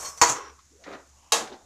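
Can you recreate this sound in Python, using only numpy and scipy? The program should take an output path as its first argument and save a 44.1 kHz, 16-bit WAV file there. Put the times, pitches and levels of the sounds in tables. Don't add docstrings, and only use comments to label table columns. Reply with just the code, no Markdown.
import sys
import numpy as np
from scipy import signal
from scipy.fft import rfft, irfft
from scipy.io import wavfile

SR = 44100
rng = np.random.default_rng(int(sys.argv[2]) if len(sys.argv) > 2 else 0)


def file_out(sig):
    cols = np.atleast_2d(sig).T
    lim = np.clip(cols, -1, 1)
    pcm = np.round(lim * 32767).astype(np.int16)
    wavfile.write(sys.argv[1], SR, pcm)


N = 72765
T = np.arange(N) / SR
HUM_HZ, BAND_EDGE_HZ = 70, 14450
CEILING = .74

# level (time [s], level [dB]), then colour
SIZZLE_LEVEL = [(0, -61), (.65, -61.5), (1.1, -60.5), (1.65, -61.5)]
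AIR_COLOUR = [(20, 5.5), (45, -29), (70, 7.5), (100, 1), (200, -4.5), (500, -14.5), (1500, -11.5),
              (3000, -16), (4600, -12.5), (6000, -5.5), (6900, -3), (8300, -15), (11000, -21.5),
              (14000, -28)]
# (time [s], level [dB])
HUM_LEVEL = [(0, -59.5), (.42, -69.5), (.525, -55.5), (.59, -66), (1.03, -68.5), (1.13, -57.5), (1.25, -72),
             (1.65, -68)]
# (frequency [Hz], t60 [s])
ROOM_T60 = [(100, 0.29), (400, 0.29), (1100, 0.37), (3000, 0.29), (6500, 0.24), (13000, 0.26)]
# (frequency [Hz], gain [dB])
SIDE_GAIN = [(3200, -69.5), (4800, -42), (6500, -19.5), (8000, -8), (14000, -8.5)]
# (start [s], length [s], level [dB], first frequency [Hz], last frequency [Hz], width [Hz])
RUBS = [(0.511, 0.023, -55, 464, 468, 110), (0.582, 0.026, -56, 1138, 1208, 332),
        (.705, .1, -61.5, 290, 510, 220), (0.792, 0.1, -58.5, 585, 748, 302),
        (0.834, 0.048, -55.5, 1850, 2000, 800), (1.111, 0.3, -64, 841, 1015, 722),
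        (1.156, 0.35, -69, 2790, 2770, 1000), (1.504, 0.05, -45.5, 388.8, 344, 110),
        (1.524, 0.013, -51, 3700, 3680, 1200)]
# (time [s], level [dB]), then colour
TOUCHES = [(0.051, -43.5), (.176, -51.5), (0.591, -59.5), (0.838, -47.5), (0.927, -49.5), (1.474, -46),
           (1.527, -49)]
TOUCH_COLOUR = [(200, -28.5), (700, -1.5), (2000, 7), (2900, 0.5), (3800, 3), (6300, 0), (8500, -24.5),
                (14000, -36)]
# (peak time [s], frequency [Hz], level [dB], t60 [s])
SQUEALS = [(.005, 5771, -44.5, .15), (.06, 4370, -41, .14), (.062, 3138, -54, .14),
           (.062, 5900, -45.5, .28), (.062, 5310, -44.5, .38), (.06, 1120, -45.5, .55),
           (.072, 6550, -38, .12), (.185, 5920, -46, .2), (.195, 4576, -57, .3), (.262, 4576, -29, .08),
           (.3, 6185, -35, .12), (.318, 6810, -38, .09)]
# friction (time [s], level before trim [dB]), then colour
SCRAPE_FRICTION = [(0, -36), (.04, -34.5), (.095, -39.5), (.125, -47.5), (.165, -52), (.18, -42), (.2, -48),
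                   (.214, -43)]
SCRAPE_COLOUR = [(60, -19), (130, -8.5), (220, -18.5), (470, -6), (750, -6), (1100, -1), (1600, -9),
                 (3000, -18.5), (4900, -15), (5700, -1.5), (7000, -3.5), (8200, -6.5), (9500, -15.5),
                 (14000, -21.5)]
GRIND_FRICTION = [(.245, -25.5), (.28, -29.5), (.297, -22), (.322, -25), (.337, -55), (.4, -79)]
GRIND_COLOUR = [(40, -37), (80, -25.5), (125, -4.5), (180, -14.5), (260, -8), (450, -9), (1100, -5),
                (2400, -11.5), (3500, -15), (4900, -17), (6000, -2), (6900, 1), (8200, -11.5),
                (9500, -20.5), (14000, -30)]
SLIDE_FRICTION = [(.33, -40), (.37, -34), (.42, -44), (.455, -43), (.505, -47.5), (.535, -75), (.56, -89.5)]
SLIDE_COLOUR = [(100, -41), (250, -14), (420, 2.5), (700, -12), (1080, 4), (1500, -5), (2600, -12),
                (4800, -21.5), (5800, -3.5), (7000, -48), (12000, -44)]
PUSH_FRICTION = [(.84, -66.5), (.872, -40), (.91, -40.5), (.948, -38.5), (.97, -52), (1.0, -54.5),
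                 (1.02, -77.5)]
FOOD_COLOUR = [(60, -24), (130, -13.5), (330, 2.5), (550, 2.5), (950, -5.5), (1350, -2.5), (2100, -10.5),
               (2900, -19), (4000, -19.5), (6500, -35), (10000, -46)]
DRAG_FRICTION = [(1.40, -41), (1.443, -35), (1.46, -58), (1.495, -49), (1.525, -43), (1.552, -48),
                 (1.57, -58.5), (1.65, -60.5)]
DRAG_COLOUR = [(60, -28), (130, -10), (230, -4.5), (370, 3), (520, -1), (800, 1.5), (1120, -10.5),
               (1500, -9.5), (2600, -29), (3700, -13.5), (6500, -33), (10000, -45)]
# (time [s], level [dB]), then colour
REBOUNDS = [(.2192, -14), (.2253, -18.5), (.2805, -27.5), (.2945, -26.5), (1.3242, -17.5), (1.3345, -17.5)]
REBOUND_COLOUR = [(200, -23.5), (1000, -5.5), (2300, -3), (4000, -6), (6600, 4), (12000, -20.5)]
# (frequency [Hz], relative level [dB])
PAN_MODES = [(345, -16), (473, -9), (672, -11), (815, -8), (872, -13), (971, 1), (1053, -6), (1138, -11),
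             (1211, -7), (1497, -16), (1895, -15), (2406, -17), (4355, -13), (4574, -8), (5329, -8),
             (5950, -6), (6552, -5), (6920, -8), (7445, -13)]
LADLE_MODES = [(465, 1), (560, -7), (662, -2), (745, -6), (845, -3), (880, -1), (1082, -2), (1124, -5),
               (1190, -6), (1674, -1), (2202, -6), (2638, -5), (2735, -4), (3208, -1), (3840, 3),
               (4102, -5), (4463, -5), (4657, -4), (5033, -2), (6142, -2), (6433, -1), (6928, -1)]
WALL_CLASH = [(30, -34.5), (60, -27.5), (150, -26), (400, -17.5), (700, -11), (980, 1), (1400, -14),
              (2200, -9.5), (3400, -22), (4550, -17), (4950, -23), (5300, -15.5), (5600, -19.5),
              (6000, -6.5), (6350, -13), (7000, -7.5), (8600, -27.5), (14000, -35.5)]
WALL_RING = [(40, -27.5), (130, -13), (330, 0.5), (470, -2), (560, -9), (700, -4), (1080, 9.5), (1500, 5),
             (2300, -10), (5000, -9.5), (6100, -6.5), (7200, -13.5), (9000, -25.5), (14000, -33)]
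RIM_CLASH = [(40, -59), (110, -25.5), (200, -12), (480, -9), (640, -10.5), (860, 1.5), (1700, -5),
             (2100, -11.5), (2800, 0), (3500, -4.5), (3880, 6.5), (4500, -1.5), (5500, -0.5), (6900, 1),
             (8500, -4), (10300, -6.5), (14000, -18.5)]
RIM_RING = [(40, -66), (90, -47), (150, -11.5), (400, -2), (900, 1), (1500, -4.5), (2200, -8), (3800, -6),
            (5400, -4.5), (6700, 2), (8500, -8.5), (11000, -18), (14000, -28)]


def amp(db):
    return 10 ** (np.asarray(db) / 20)


def unit(x):
    return x / np.sqrt(np.mean(x ** 2) + 1e-20)


def read(points, hz):
    f, value = np.transpose(points)
    return np.interp(np.log(hz + 1), np.log(f + 1), value)


def level(points):
    s, db = np.transpose(points)
    active = (T >= s[0] - .03) * (T <= s[-1] + .03)
    return amp(np.interp(T, s, db)) * active


def place(s, sound):
    return np.concatenate([np.zeros(max(round(s * SR), 0)), sound])[:N]


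def through(x, response):
    return signal.fftconvolve(x, response)[:N]


def colour(points, size=4096):
    hz = abs(np.fft.fftfreq(size, 1 / SR))
    log_gain = np.log(amp(read(points, hz)))
    spectrum = np.exp(np.conj(signal.hilbert(log_gain)))
    h = np.fft.ifft(spectrum).real[:size // 2]
    return h / np.linalg.norm(h)


def fade(t60):
    return np.exp(-np.log(1000) * T / t60)


def drift(per_s):
    f = np.fft.rfftfreq(N, 1 / SR)
    spectrum = rfft(rng.standard_normal(N)) * np.exp(-(f / per_s) ** 2)
    return unit(irfft(spectrum, N))


def taps(size=8):
    out, at = np.zeros(N), np.arange(0, N - size, size)
    out[at + rng.integers(0, size, len(at))] = rng.choice([-1, 1], len(at))
    return unit(out)


def tail(size=256):
    hz, t, z = signal.stft(taps(), SR, nperseg=size)
    decay = np.exp(-np.log(1000) * t / read(ROOM_T60, hz)[:, None])
    return signal.istft(z * decay, SR, nperseg=size)[1][:N]


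def stove(pops_db=-9, pops_per_s=500, waver_rad=.4):
    pops = unit(rng.standard_normal(N) * (rng.random(N) < pops_per_s / SR))
    frying = unit(rng.standard_normal(N) + amp(pops_db) * pops)
    sizzle = through(frying, colour(AIR_COLOUR))
    hum = unit(np.sin(2 * np.pi * HUM_HZ * T + waver_rad * drift(6.5)))
    return level(SIZZLE_LEVEL) * sizzle + level(HUM_LEVEL) * hum


def soft_rubs():
    out = np.zeros(N)
    for s, length_s, db, first_hz, last_hz, width_hz in RUBS:
        u = np.clip((T - s) / length_s, 0, 1)
        phase = 2 * np.pi * np.cumsum(first_hz + (last_hz - first_hz) * u) / SR
        band = drift(width_hz / 2) * np.cos(phase) + drift(width_hz / 2) * np.sin(phase)
        out += amp(db) * np.sqrt(4 * u * (1 - u)) * band
    return out


def ticks(events, spectrum, t60, room_db):
    out = np.zeros(N)
    for s, db in events:
        burst = taps() * fade(t60) + amp(room_db) * tail()
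        out += place(s, amp(db) * through(burst, colour(spectrum)))
    return out


def touches():
    return ticks(TOUCHES, TOUCH_COLOUR, t60=0.13, room_db=-11)


def squeals(rise_s=.014, waver_rad=0.86, waver_per_s=45, flutter_db=2):
    out = np.zeros(N)
    for s, hz, db, t60 in SQUEALS:
        before_s, after_s = np.minimum(T - s, 0), np.maximum(T - s, 0)
        swell = np.exp(-(before_s / rise_s) ** 2 - np.log(1000) * after_s / t60)
        gain = amp(db + flutter_db * drift(110)) * swell
        out += gain * unit(np.sin(2 * np.pi * hz * T + waver_rad * drift(waver_per_s)))
    return out


def rub(curve, spectrum, slips_per_s, uneven_db, room_db):
    size = amp(uneven_db * np.minimum(rng.exponential(1, N), 3)) * rng.choice([-1, 1], N)
    slips = unit(size * (rng.random(N) < slips_per_s / SR)) * level(curve)
    dry, room = through(slips, colour(spectrum)), tail()
    return dry + amp(room_db) * through(dry, room / np.linalg.norm(room))


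def strokes():
    scrape = rub(SCRAPE_FRICTION, SCRAPE_COLOUR, slips_per_s=5400, uneven_db=4, room_db=-5.5)
    grind = rub(GRIND_FRICTION, GRIND_COLOUR, slips_per_s=3300, uneven_db=4.0, room_db=-5.0)
    slide = rub(SLIDE_FRICTION, SLIDE_COLOUR, slips_per_s=2500, uneven_db=2, room_db=-6.0)
    food = rub(PUSH_FRICTION, FOOD_COLOUR, slips_per_s=2600, uneven_db=2.6, room_db=-6.5)
    drag = rub(DRAG_FRICTION, DRAG_COLOUR, slips_per_s=2000, uneven_db=4.0, room_db=-5)
    on_steel = amp(-2.0) * scrape + squeals() + amp(-3.0) * grind
    return on_steel + amp(-2.5) * slide + amp(-0.5) * food + amp(-2.5) * drag


def thud(s=.216, db=-37, hz=75, t60=.13):
    return place(s, amp(db) * fade(t60) * np.sin(2 * np.pi * hz * T))


def rebounds():
    return ticks(REBOUNDS, REBOUND_COLOUR, t60=0.025, room_db=-15)


def ring(modes, build_cycles, t60_at_1k=0.33, damping_slope=0.2, low_cut_hz=220):
    partials = np.zeros(N)
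    for hz, db in modes:
        build = 1 - np.exp(-T * hz / build_cycles)
        decay = fade(t60_at_1k * (1000 / hz) ** damping_slope)
        partials += amp(db) * build * decay * np.sin(2 * np.pi * (hz * T + rng.random()))
    return signal.sosfilt(signal.butter(2, low_cut_hz, "highpass", fs=SR, output="sos"), partials)


def blow(s, modes, modes_db, free_db, free_s, build_cycles, clash, clash_db, clash_t60,
         snap_db, after, after_db, rise_s, snap_t60=0.021, chatter_db=2):
    contact = (fade(clash_t60) + amp(snap_db) * fade(snap_t60)) * amp(chatter_db * drift(130))
    crack = amp(clash_db) * through(taps() * contact, colour(clash))
    wash = amp(after_db) * through(tail() * (1 - np.exp(-T / rise_s)), colour(after))
    free = 1 / (1 + (T / free_s) ** 8)
    partials = amp(modes_db) * ring(modes, build_cycles) * (1 + amp(free_db) * free)
    return place(s, crack + wash + partials)


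def knocks():
    wall = blow(.2145, PAN_MODES, modes_db=-18.0, free_db=-4, free_s=0.035, build_cycles=.6,
                clash=WALL_CLASH, clash_db=-13.5, clash_t60=0.21, snap_db=-3.0,
                after=WALL_RING, after_db=-20.0, rise_s=0.0061)
    rim = blow(1.321, LADLE_MODES, modes_db=-31, free_db=-2.5, free_s=0.023, build_cycles=2.6,
               clash=RIM_CLASH, clash_db=-18, clash_t60=0.15, snap_db=-22,
               after=RIM_RING, after_db=-15.0, rise_s=0.029)
    return wall + rim


def scene():
    mid = stove() + soft_rubs() + touches() + strokes() + thud() + rebounds() + knocks()
    flicker = signal.hilbert(mid).imag * drift(71)
    side_gain = amp(read(SIDE_GAIN, np.fft.rfftfreq(2 * N, 1 / SR)))
    side = irfft(rfft(flicker, 2 * N) * side_gain)[:N]
    return np.array([mid + side, mid - side])


def record(dry):
    held = dry / (1 + (dry / CEILING) ** 6) ** (1 / 6)
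    low_pass = signal.firwin(401, BAND_EDGE_HZ, window=("kaiser", 8), fs=SR)
    return signal.oaconvolve(held, low_pass[None], "same")


dry = scene()
out = record(dry)
file_out(out)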